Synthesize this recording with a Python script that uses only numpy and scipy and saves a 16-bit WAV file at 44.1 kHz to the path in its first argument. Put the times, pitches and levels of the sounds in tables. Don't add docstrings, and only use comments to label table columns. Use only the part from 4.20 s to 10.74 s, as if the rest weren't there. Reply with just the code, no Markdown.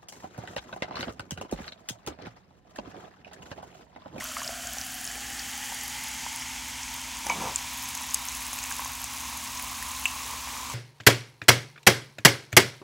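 import sys
import numpy as np
from scipy import signal
from scipy.fft import rfft, irfft
from scipy.io import wavfile
from scipy.ndimage import uniform_filter1d

SR = 44100
rng = np.random.default_rng(int(sys.argv[2]) if len(sys.argv) > 2 else 0)


def invert_db(level):
    return 10 ** (np.asarray(level, dtype=float) / 20)


def wrap_up_sound(samples):
    columns = np.atleast_2d(samples).T
    tamed = np.clip(columns, -1, 1)
    steps = np.round(tamed * 32767).astype(np.int16)
    wavfile.write(sys.argv[1], SR, steps)


N = 288414

# [t/s, stream level over its mean/dB, foam crispness/dB]
STREAM = [(0, -1, -8), (.35, -1.1, -7), (.75, -1.35, -5.5), (1.0, -.6, -8), (1.45, .9, -7.5),
          (1.95, .9, -11), (2.45, -0.3, -12), (3.0, -0.4, -9.5), (3.2, 0.6, -9), (3.5, 0.3, -8),
          (3.9, -0.3, -9), (4.5, 0.04, -5), (4.85, -1.1, -7), (5.1, -0.54, -5.5), (6.0, -0.3, -5),
          (6.54, -1, -7.5)]
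# [t/s, level/dB]
FOAM_CRACKLE = [
    (0, -2),
    (2.2, -2),
    (3.2, -3.5),
    (3.6, 4),
    (4.9, 4),
    (6.54, -1),
]
# [t/s, grind level/dB, thud level/dB]
ICE_SLIDE = [
    (3.05, -46, -56),
    (3.062, -39, -44),
    (3.098, -32, -45),
    (3.196, -41.5, -43),
    (3.214, -32.5, -41),
    (3.244, -32, -54),
    (3.284, -35, -44),
    (3.34, -43, -61),
]
FIZZ_DB = -40


def evened(x):
    return x / np.sqrt(np.mean(x ** 2) + 1e-20)


def columns(rows):
    s, *values = np.transpose(rows)
    return [np.interp(np.arange(N) / SR, s, v) for v in values]


def travel(first, last, s, abrupt):
    return last + (first - last) * np.exp(-(np.arange(N) / SR / s) ** abrupt)


def swell(s, half_s):
    return np.exp(-((np.arange(N) / SR - s) / half_s) ** 2)


def coloured(x, points):
    f, db = np.transpose(points)
    hz = np.fft.rfftfreq(len(x), 1 / SR)
    gain = invert_db(np.interp(np.log(hz + 1), np.log(f + 1), db))
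    return evened(irfft(rfft(x) * gain, len(x)))


def band(x, lo_hz, hi_hz):
    sos = signal.butter(2, [lo_hz, min(hi_hz, .49 * SR)], "band", fs=SR, output="sos")
    return signal.sosfilt(sos, x)


def resonate(x, hz, widths):
    turn = np.exp(2j * np.pi * np.cumsum(hz) / SR)
    results = []
    for pole in np.exp(-np.pi * np.array(widths) / SR):
        smooth = signal.lfilter([1], np.poly([pole, pole, pole]), x / turn)
        results.append(evened((turn * smooth).real))
    return results


def bursts(per_s, spread_db):
    excess = np.minimum(rng.exponential(1, N), 3.5)
    size = invert_db(spread_db * excess) * rng.standard_normal(N)
    return evened(size * (rng.random(N) < per_s / SR))


def lesser(db, spread_db, lo_hz, hi_hz, count):
    when, size, pitch = rng.random((count, 3)).T
    density = np.cumsum(invert_db(1.6 * columns(FOAM_CRACKLE)[0]))
    s = np.searchsorted(density, when * density[-1]) / SR
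    return list(zip(s, db + spread_db * size, lo_hz * (hi_hz / lo_hz) ** pitch))


def add(mix, s, sound):
    part = mix[round(s * SR):][:len(sound)]
    part += sound[:len(part)]


def ring(db, hz, t60, rise_ms, glide=0.):
    t = np.arange(round(max(t60, .004) * SR)) / SR
    rise = 1 - np.exp(-(1000 * t / max(rise_ms, .05)) ** 2)
    shape = rise * invert_db(-60 * t / t60)
    return invert_db(db) * shape / shape.max() * np.sin(2 * np.pi * hz * t * (1 + glide * t / t60))


def tear(noise, ms):
    t = np.arange(len(noise)) / SR * 1000 / ms
    return evened(noise) * t * np.exp(1 - t)


def kitchen():
    # [f/Hz, level/dB per Hz]
    rumble_spectrum = [(12, -40), (22, -16), (35, -19), (60, -1), (100, 0.5), (170, -4.5), (230, -0.5),
                       (280, -4.5), (330, -37), (450, -31.5)]
    # [f/Hz, rms level/dB, growth/dB per s, waver/dB]
    motor_hum = [(24, -74, -5.5, -1), (52.7, -61, 0, 3.5), (59.5, -59.5, 0.5, 2.5), (72.9, -65.5, 2, 2),
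                 (120.3, -62, 0, 1.5), (222.6, -64, 0, 2.5), (237.3, -60.5, -0.5, 1),
                 (258.5, -55.5, 0, 0.5), (302, -68, 0, 3.5), (336, -82.5, -0.5, 4)]
    t = np.arange(N) / SR
    out = invert_db(-58) * coloured(rng.standard_normal(N), rumble_spectrum)
    for hz, db, growth_db, waver_db in motor_hum:
        waver, drift = (evened(uniform_filter1d(rng.standard_normal(N), size=8000)) for _ in "ab")
        turns = hz * t + rng.random() + 0.047 * waver_db * drift
        level = np.sqrt(2) * invert_db(db + growth_db * t + waver_db * waver)
        out += level * np.sin(2 * np.pi * turns)
    return out


def fizz():
    # [f/Hz, level/dB per Hz]
    hiss_spectrum = [(280, -60), (420, -57), (700, -12), (1300, -8.5), (2400, -6), (3850, -10.5),
                     (5000, -8.5), (6330, -4), (8000, -6), (9290, -9.5), (11300, -8), (12600, -13.5),
                     (14500, -12), (15800, -11)]
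    stream_db, bright_db = columns(STREAM)
    foam = rng.standard_normal(N) + .5 * band(bursts(per_s=4000, spread_db=2.0), 1450, 20000)
    for hz in np.geomspace(4500, 15500, num=12):
        grain = ring(0, hz, 22 / hz, 0.23)
        foam += 0.064 * evened(signal.oaconvolve(bursts(per_s=40, spread_db=2.5), grain)[:N])
    crackle = invert_db(columns(FOAM_CRACKLE)[0])
    for noise in band(rng.standard_normal((6, 200)), 8600, 20500):
        tears = signal.oaconvolve(bursts(per_s=20, spread_db=1.5), tear(noise, 1.0))[:N]
        foam += .14 * crackle * evened(tears)
    foam = coloured(foam, hiss_spectrum)
    crisp = band(foam, 5650, 25000)
    return invert_db(FIZZ_DB + stream_db + 3.0) * (foam + (invert_db(bright_db + 3.5) - 1) * crisp)


def air_column():
    # [first f/Hz, last f/Hz, travel t/s, abruptness]
    mode_paths = [(622, 1042, 2.0, 1.06), (1370, 2490, 1.92, 1.2), (3070, 3810, 3.55, 5.3),
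                  (4600, 5180, 2.17, 5.8), (7240, 6280, 2.14, 3.8)]
    # [width/Hz, level over its drive/dB]
    mode_shapes = [(167, -1), (700, 2.5), (840, 1.5), (500, -14), (603, -12)]
    t, stream_db = np.arange(N) / SR, columns(STREAM)[0]
    stir_db = .7 * np.maximum(columns(ICE_SLIDE)[0] + 43, 0)
    bare_db = 4.5 * swell(s=.35, half_s=0.19)
    low_db = -49.5 + 1.3655 * t + 0.53 * stream_db + stir_db + bare_db
    high_db = -43.5 - 0.08 * t + 1.4 * stream_db + .22 * stir_db
    fizz_db = FIZZ_DB + stream_db
    drives_db = (low_db, high_db - 4.5, high_db - 4.5, fizz_db, fizz_db)
    foam_share = np.clip(travel(0.16, 0.98, s=2.68, abrupt=2.6), 0, 1)
    out = np.zeros(N)
    for path, (width, db), drive_db in zip(mode_paths, mode_shapes, drives_db):
        splash = rng.standard_normal(N) + 0.59 * bursts(per_s=300, spread_db=3.0)
        sharp, dull = resonate(splash, travel(*path), (1.07 * width, 2.75 * width))
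        out += invert_db(drive_db + db) * ((1 - foam_share) * sharp + foam_share * dull)
    return out


def can():
    # [middle t/s, level/dB, half length t/s]
    gulp_table = [
        (.1, -71, .25),
        (1.0, -57.5, 0.22),
        (1.65, -59.5, 0.43),
        (3.0, -66, 0.23),
        (3.31, -59, .08),
        (4.2, -70, .4),
        (5.15, -70, .15),
        (5.415, -61, 0.12),
        (6.1, -55, 0.1),
        (6.5, -55, 0.27),
    ]
    lumps = rng.standard_normal(N) + 0.89 * bursts(per_s=150, spread_db=3.0)
    flow = sum(invert_db(db - 4.0) * swell(s, half_s) for s, db, half_s in gulp_table)
    return flow * evened(band(band(lumps, 290, 650), 290, 650))


def glugs():
    # [t/s, peak level/dB, f/Hz]
    glug_table = [(0.007, -24.5, 1900), (0.021, -27.5, 1030), (0.115, -31, 1220), (0.167, -19.5, 1160),
                  (0.191, -30, 1350), (0.203, -27.5, 1590), (0.217, -22.5, 1070), (0.291, -25.5, 670),
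                  (0.452, -37, 714), (0.568, -29, 730), (0.954, -30, 2180), (0.978, -32, 750),
                  (1.522, -25.5, 855), (2.063, -23.5, 930), (3.066, -24, 830), (4.386, -26.5, 2400),
                  (4.439, -32, 960), (4.512, -26.5, 1050), (4.593, -20.5, 974), (4.617, -29, 900),
                  (4.657, -24.5, 980), (5.624, -26, 1750), (6.004, -27.5, 1070), (6.068, -29, 1000),
                  (6.272, -25.5, 930), (6.366, -27, 1100), (4.44, -28, 2500), (4.5125, -26, 1550),
                  (4.699, -31, 1500), (0.168, -31, 2050)]
    out = np.zeros(N)
    for s, db, hz in glug_table:
        add(out, s + 0.00081, ring(db - 4.0, hz, 18.5 / hz, 1.0, glide=0.17))
        add(out, s + 0.00078, ring(db - 2.2, 1880, 0.0032, 0.098))
    return out


def snaps():
    # [t/s, peak
    # level/dB, f/Hz]
    snap_table = [(0.0408, -20, 11500), (0.5337, -24, 11800), (0.6664, -25, 10700), (0.7198, -28, 12700),
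                  (0.7423, -26, 9500), (0.8121, -24, 10300), (0.843, -23, 10900), (0.8654, -25, 9640),
                  (1.3768, -27, 10200), (1.5444, -23, 10700), (1.6342, -21, 11600), (1.6796, -23, 11400),
                  (1.8377, -22, 10700), (1.886, -26, 11800), (2.1266, -30, 9990), (2.1597, -21, 10300),
                  (2.741, -25, 11600), (3.066, -22, 10200), (3.0864, -28, 10300), (3.3594, -24, 10400),
                  (5.2377, -29, 9910), (5.3958, -24, 9980), (5.4213, -25, 14700), (5.6138, -30, 11300),
                  (5.6258, -22, 10600), (5.6892, -25, 10200), (5.7131, -26, 10000), (5.7949, -25, 12800),
                  (5.8543, -24, 11600), (6.0773, -27, 11000),
                  (3.5344, -26, 11800), (3.5848, -26, 9740), (3.6267, -26, 11500), (3.6406, -26, 12200),
                   (3.6885, -24, 10400), (3.7494, -22, 11100), (3.7698, -29, 11500), (3.8167, -26, 10200),
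                   (3.8666, -28, 13900), (3.9429, -10, 10800), (4.0188, -27, 10200), (4.0527, -22, 10600),
                   (4.0644, -24, 11900), (4.0754, -26, 14600), (4.1679, -27, 10300), (4.2063, -27, 10900),
                   (4.2662, -23, 10900), (4.2777, -25, 15400), (4.3306, -23, 10300), (4.3395, -24, 10300),
                   (4.3575, -28, 14400), (4.3874, -27, 11900), (4.4383, -24, 10700), (4.565, -27, 10200),
                   (4.5845, -27, 11800), (4.6009, -23, 11700), (4.6463, -27, 10800), (4.7182, -26, 11700),
                   (4.816, -23, 11700), (4.8409, -24, 11700)]
    chance = lesser(db=-33, spread_db=6, lo_hz=9800, hi_hz=14000, count=70)
    out, rows = np.zeros(N), snap_table + chance
    for (s, db, hz), noise in zip(rows, rng.standard_normal((len(rows), 200))):
        add(out, s + 0.00082, ring(db - 3.5, hz, 0.0051, 0.28))
        add(out, s + .0006, invert_db(db - 9.5) * tear(band(noise, 0.61 * hz, 1.6 * hz), 0.35))
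    return out


def pops():
    # [t/s, peak level/dB, f/Hz]
    pop_table = [(0.231, -22, 6700), (0.2763, -18.5, 4900), (0.4706, -22, 6830), (0.5836, -21, 5800),
                 (0.6125, -22, 5700), (0.851, -23, 6570), (0.8749, -24, 5330), (1.1932, -21, 4890),
                 (1.6107, -25, 7090), (2.9687, -27, 7000), (3.0674, -19, 5670), (3.098, -20, 6200),
                 (3.3588, -11.5, 6720), (3.7507, -23, 6650), (3.7743, -23, 6500), (3.8183, -26, 8000),
                 (3.9085, -23, 6520), (3.9439, -13, 6300), (4.0851, -18, 6300), (4.3306, -23, 6400),
                 (4.3874, -23, 6600), (4.4288, -24, 6500), (4.4383, -23, 7200), (4.5221, -19, 6600),
                 (4.6465, -24, 6420), (4.8414, -20, 7340), (5.004, -23, 6190), (5.3727, -22, 6360),
                 (5.7154, -26, 6430), (5.855, -18, 7400)]
    # [t/s, peak level/dB, f/Hz]
    spit_table = [
        (0.0458, -25, 6100),
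        (0.0877, -28, 5100),
        (0.1191, -29, 7290),
        (0.1835, -28, 4870),
        (0.196, -29, 4890),
        (0.2454, -26, 5080),
        (0.5342, -29, 6700),
    ]
    pop_ms = 1.27
    chance = lesser(db=-31, spread_db=6, lo_hz=5500, hi_hz=7700, count=24)
    out, rows = np.zeros(N), pop_table + spit_table + chance
    for (s, db, hz), noise in zip(rows, rng.standard_normal((len(rows), 300))):
        add(out, s + .0004, ring(db - 3.5, hz, 0.0059 * pop_ms, 0.35 * pop_ms, glide=0.05))
        add(out, s + .0004, invert_db(db - 11.5) * tear(band(noise, 0.77 * hz, 1.26 * hz), 0.74 * pop_ms))
    return out


def ice():
    # [t/s, peak level/dB, f/Hz, t60/s, rise/ms]
    knock_table = [(3.0975, -17, 2320, .021, .8), (3.104, -27.5, 2270, .13, 3.4),
                   (3.101, -17, 970, .017, .9), (3.099, -35, 2950, .08, 1), (3.1845, -28, 215, .028, 1.2),
                   (3.2115, -28, 230, .032, 1.3), (3.25, -37, 125, .09, 5), (3.359, -11, 7300, .003, .2),
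                   (3.9439, -12, 9100, .002, .1), (3.9448, -17, 6600, .007, .55),
                   (3.9457, -14, 7400, .004, .4), (3.9445, -22, 4970, 0.011, 0.39),
                   (5.8552, -10.5, 2720, .012, .6), (5.8593, -16, 2560, .0096, .5),
                   (5.8562, -25, 2100, .008, .5), (5.862, -25, 2750, .02, 1.2),
                   (5.855, -30, 1040, .012, .8), (5.8595, -25, 7600, .005, .4), (6.5, -32, 7700, .011, .5)]
    # [f/Hz, level/dB per Hz]
    grind_spectrum = [(150, -33), (250, -9), (290, -18.5), (583, -6), (635, -8.5), (922, -1.5),
                      (1600, -20.5), (2080, -48), (3520, -120)]
    out = np.zeros(N)
    for s, *knock in knock_table:
        add(out, s, ring(*knock))
    grind_db, thud_db = columns(ICE_SLIDE)
    t = np.arange(N) / SR
    inside_s = np.minimum(t - ICE_SLIDE[0][0], ICE_SLIDE[-1][0] - t)
    sliding = np.clip(inside_s / 0.017, 0, 1)
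    slips = bursts(per_s=1500, spread_db=1.0)
    grind = coloured(slips, grind_spectrum)
    thud = evened(band(slips, 96, 356))
    return out + sliding * (invert_db(grind_db - 2.0) * grind + invert_db(thud_db - 3.0) * thud)


def walls(x):
    t = np.arange(SR // 4) / SR
    taps = rng.choice([-1., 1.], len(t)) * (rng.random(len(t)) < 2000 / SR) * (t > .003)
    dull = band(taps, 300, 4000) * invert_db(-60 * t / .19)
    bright = band(taps, 4000, 16000) * invert_db(-60 * t / .03)
    tail = dull / np.linalg.norm(dull) * .36 + bright / np.linalg.norm(bright) * .4
    return signal.oaconvolve(x, tail)[:N]


def scene():
    hits = pops() + snaps() + glugs() + ice()
    mono = fizz() + air_column() + can() + hits + invert_db(-9.5) * walls(hits) + kitchen()
    return np.array([mono, mono])


def low_pass(x):
    return signal.sosfilt(signal.butter(12, 16830, fs=SR, output="sos"), x)


def record(dry):
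    limit = signal.firwin(511, 15950, window=("kaiser", 8), fs=SR)
    mix = signal.oaconvolve(dry, limit[None], "same")
    return low_pass(mix)


dry = scene()
out = record(dry)
wrap_up_sound(out)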